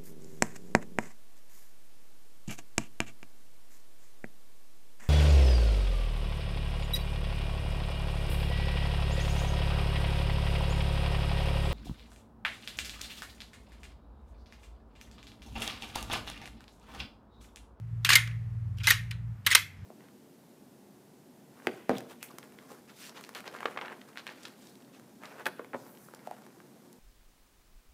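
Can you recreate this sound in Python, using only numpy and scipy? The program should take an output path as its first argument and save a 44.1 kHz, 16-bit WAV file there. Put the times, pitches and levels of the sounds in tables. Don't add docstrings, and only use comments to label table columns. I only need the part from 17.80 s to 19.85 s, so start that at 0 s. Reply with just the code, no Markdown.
import sys
import numpy as np
from scipy import signal
from scipy.fft import rfft, irfft
from scipy.io import wavfile
from scipy.ndimage import uniform_filter1d

SR = 44100
rng = np.random.default_rng(int(sys.argv[2]) if len(sys.argv) > 2 else 0)


def wrap_up_sound(samples):
    columns = np.atleast_2d(samples).T
    tamed = np.clip(columns, -1, 1)
    steps = np.round(tamed * 32767).astype(np.int16)
    wavfile.write(sys.argv[1], SR, steps)


def gain_from_db(level_db):
    decades = np.asarray(level_db, float) / 20
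    return 10 ** decades


N = 90405
T = np.arange(N) / SR
DIRECTIONS = 6


def unit(x):
    return x / np.sqrt(np.mean(x ** 2))


def curve(rows):
    return np.interp(T, *np.array(rows).T)


def walk(rate):
    k = int(SR / rate)
    return unit(uniform_filter1d(uniform_filter1d(rng.standard_normal(N), k), k))


def coloured(points, count):
    f = np.arange(1, count // 2 + 2) * SR / count
    hz, db = np.array(points).T
    gain = gain_from_db(np.interp(np.log(f), np.log(hz), db, left=-90, right=-90))
    return unit(irfft(rfft(rng.standard_normal(count)) * gain, count))


def ring(hz, db, t60, t):
    hz, db, t60 = (np.asarray(v, float)[:, None] for v in (hz, db, t60))
    return gain_from_db(db - 60 * t / t60) * np.sin(2 * np.pi * hz * t)


def tone(hz, db):
    turns = np.cumsum(hz) / SR + rng.random()
    return np.sqrt(2) * gain_from_db(db) * np.sin(2 * np.pi * turns)


def chatter(length):
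    impacts_per_s, scatter_db, rise_s = 12000, 1.5, 0.0004
    die_share, sag = 0.5, 0.3
    t = np.arange(4096) / SR
    chance = rng.random((2, len(t)))
    rise = np.minimum(t / rise_s + 0.35, 1)
    overtime = np.maximum(t / max(length, 5e-4) - 1, 0)
    shape = rise * np.exp(-overtime / die_share - sag * t / length)
    taps = (chance[0] < impacts_per_s / SR) | (t == 0)
    strength = gain_from_db(-scatter_db * np.log(1 - chance[1]))
    signs = np.sign(rng.random((DIRECTIONS, len(t))) - 0.5)
    return taps * signs * strength * shape


def piece_ring(hz, t):
    ratios = (1, 0.94, 1.3, 10)
    mode_db = (15.5, 11, 9, -1.5)
    mode_t60 = (0.032, 0.027, 0.006, .008)
    detune = 1 + 0.035 * rng.standard_normal(4) * (np.arange(4) > 0)
    return ring(hz * np.array(ratios) * detune, mode_db, np.array(mode_t60) * (2000 / hz) ** 2, t).sum(axis=0)


def tray_ring(tilt_db, t):
    # frequency in Hz, level in dB.
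    spectrum = [(300, -37), (800, -21), (1300, -7.5), (2100, 4), (4200, 0), (6000, -3.5), (11000, -8),
                (15500, -7)]
    scatter_db, t60_s, t60_slope = 2, 0.012, -0.4
    hz = ((np.arange(200) + rng.random(200)) / 200) ** 1.4 * 16000 + 300
    points_hz, points_db = np.array(spectrum).T
    db = np.interp(np.log(hz), np.log(points_hz), points_db) + tilt_db * np.log2(hz / 2000)
    modes = ring(hz, db, t60_s * (hz / 2000) ** t60_slope, t)
    luck = rng.standard_normal((DIRECTIONS, 200))
    mix = np.sign(luck) * gain_from_db(scatter_db * np.roll(luck, shift=1, axis=1))
    return mix @ modes


def pieces():
    # start in seconds, peak level in dB, piece pitch in Hz,
    # brightness in dB per octave, chatter length in seconds.
    first_hits = [(0.229, -60.5, 2000, 0, 0.023), (0.2476, -15, 1770, 0, 0.0039),
                  (.256, -22, 2400, -2, 0.013), (0.2906, -11, 1825, 1, .004), (0.293, -17, 1980, -2, 0.041),
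                  (0.303, -10, 1840, -2, 0.0018), (0.321, -16.5, 1690, -6, 0.0048),
                  (0.3309, -11.5, 1833, 0, 0.0078), (0.3539, -5.5, 2116, 1, 0.0056),
                  (.369, -23.5, 2100, 6, 0.0033), (0.474, -35.5, 2190, -4.5, 0.0025),
                  (0.5115, -44.5, 1947, -8, 0.0041)]
    later_hits = [(0.971, -55, 2000, -1, 0.1), (.9842, -42.5, 1970, -1, 0.0018),
                  (1.001, -40, 1870, -9.5, 0.013), (1.034, -29, 2200, -2.5, 0.029),
                  (1.0703, -13.5, 2880, 1, 0.0019), (1.0745, -12.5, 2067, -2.5, 0.0088),
                  (1.083, -19, 2130, 0, 0.016), (1.1037, -13, 2356, 6.5, 0.0018),
                  (1.1063, -7.5, 1849, 0, 0.0041), (1.116, -19.5, 1963, -2, 0.0073),
                  (1.3096, -31, 3240, -3.5, 0.0048), (1.316, -43.5, 2530, -8, 0.011),
                  (1.648, -50.5, 1413, -1.5, 0.038), (1.664, -15.5, 3210, 2, 0.0073),
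                  (1.667, -15.5, 2390, -7.5, 0.0067), (1.7032, -25, 2130, -0.5, 0.0053),
                  (1.7116, -15, 2018, -1.5, 0.0096), (1.7252, -18.5, 2316, -2.5, 0.0095),
                  (1.7493, -5.5, 4000, 2.5, 0.0047), (1.751, -12, 2436, -8, 0.0042),
                  (1.767, -22.5, 2356, -5.5, 0.009), (1.965, -60, 4500, -3, 0.12),
                  (1.9674, -57, 2140, -13.5, 0.0057)]
    piece_db_per_db = 0.76
    radiates_above_hz, thud_db = 693, -6
    out = np.zeros((DIRECTIONS, N + 9000))
    t = np.arange(2048) / SR
    for start, db, hz, tilt_db, length in first_hits + later_hits:
        body = tray_ring(tilt_db, t) + piece_ring(hz, t) * gain_from_db(piece_db_per_db * db)
        hit = signal.fftconvolve(chatter(length), body, axes=1)
        peak_power = 2 * np.max(uniform_filter1d(hit ** 2, size=88), axis=1, keepdims=True)
        i = int(start * SR)
        out[:, i:i + hit.shape[1]] += hit * gain_from_db(db) / np.sqrt(peak_power)
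    out = out[:, :N]
    highpass = signal.butter(4, radiates_above_hz, "high", fs=SR, output="sos")
    return signal.sosfilt(highpass, out) + gain_from_db(thud_db) * out


def walls():
    # start in seconds, frequency in Hz, level in dB, decay time in seconds.
    wall_rings = [
        (.356, 2100, -22, .2),
        (.357, 2050, -39.5, .42),
        (0.355, 4135, -26, .06),
        (1.109, 1915, -46, .25),
        (1.752, 2390, -29, .12),
        (1.751, 4400, -18, .05),
    ]
    out = 0
    for start, hz, db, t60 in wall_rings:
        t = np.maximum(T - start, 0)
        onset = np.minimum(t / 0.002, 1)
        level_db = db - 60 * t / t60 + 2.5 * walk(50)
        out = out + onset * tone(hz * (1 + 0.002 * walk(90)), level_db)
    return out


def room(sides):
    # centre in Hz, decay time in seconds, level in dB.
    bands = [(700, 0.15, -13), (1400, 0.17, -11), (2200, 0.3, -15.5), (4000, 0.19, -10), (7000, 0.2, -10.5),
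             (12000, .2, -9.5)]
    gap_s = 0.003
    late_db, late_stretch = -26, 2.83
    t = np.arange(22050) / SR
    out = 0
    for side in sides:
        tail = 0
        for hz, t60, db in bands:
            band = coloured([(hz / 4, -40), (hz / 1.3, 0), (hz, 0), (hz * 4, -40)], count=len(t))
            early = gain_from_db(db - 44 - 60 * t / t60)
            late = gain_from_db(db - 43.5 + late_db - 60 * t / (t60 * late_stretch))
            tail = tail + band * (early + late)
        out = out + signal.fftconvolve(side, tail * np.clip(t / gap_s, 0, 1))[:N]
    return out


def motor():
    # frequency in Hz, rms level in dB.
    lines = [(57.5, -47.5), (115, -33.5), (144, -55), (158.5, -50.5), (173, -53)]
    stops_s, fade_s = 1.53, 0.03
    wobble_db, wobble_per_s, drift = 1.5, 9, 0.002
    speed = 1 + drift * walk(2.7)
    on = np.exp(-np.maximum(T - stops_s, 0) / fade_s)
    return on * sum(tone(hz * speed, db + wobble_db * walk(wobble_per_s)) for hz, db in lines)


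def low_hum():
    # time in seconds, level in dB.
    hum_level = [(0, -40.5), (.5, -47.5), (1.0, -33), (1.5, -56), (1.7, -46), (1.9, -48.5), (2.0, -48),
                 (2.05, -39)]
    return tone(96.4 * (1 + 0.02 * walk(2.5)), curve(hum_level) + 0.5 * walk(8))


def building_rumble():
    # frequency in Hz, density in dB per Hz.
    spectrum = [(20, -25), (35, -16), (55, -6.5), (100, 4), (160, -4), (220, -13.5), (300, -35.5)]
    # time in seconds, level in dB.
    rumble_level = [(0, -47.5), (1.5, -44), (1.6, -43), (1.86, -48), (1.93, -55), (2.0, -42), (2.05, -45)]
    return coloured(spectrum, count=N) * gain_from_db(curve(rumble_level))


def room_air():
    # frequency in Hz, density in dB per Hz.
    spectrum = [(160, -23.5), (210, -6), (330, -16.5), (600, -20), (1300, -20.5), (2000, -24.5),
                (3500, -34.5), (15500, -44.5)]
    return coloured(spectrum, count=N) * gain_from_db(-60 + 0.8 * walk(2.7))


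def thin_whine():
    middle_s, span_s = 1.57, 0.12
    fade_db = 9 * ((T - middle_s) / span_s) ** 2
    return tone(13900 * (1 + 0.004 * walk(60)), -85 + 3 * walk(39.85) - fade_db)


def scene():
    near = pieces()
    clatter = near[0] + walls() + room(near[1:])
    background = low_hum() + building_rumble() + room_air() + thin_whine()
    return (clatter + motor() + background)[None]


def roll_off(x):
    return signal.sosfilt(signal.butter(12, 16470, fs=SR, output="sos"), x)


def record(dry):
    limit, shelf_hz, top_hz = 1.1, 15300, 16300
    limited = np.tanh(dry / limit) * limit
    f = np.arange(N // 2 + 1) * SR / N
    top_db = np.interp(f, [shelf_hz, shelf_hz + 150, top_hz, top_hz + 150], [-3, -24, -32.5, -91])
    mix = irfft(rfft(limited) * gain_from_db(top_db), N)
    return roll_off(mix)


dry = scene()
out = record(dry)
wrap_up_sound(out)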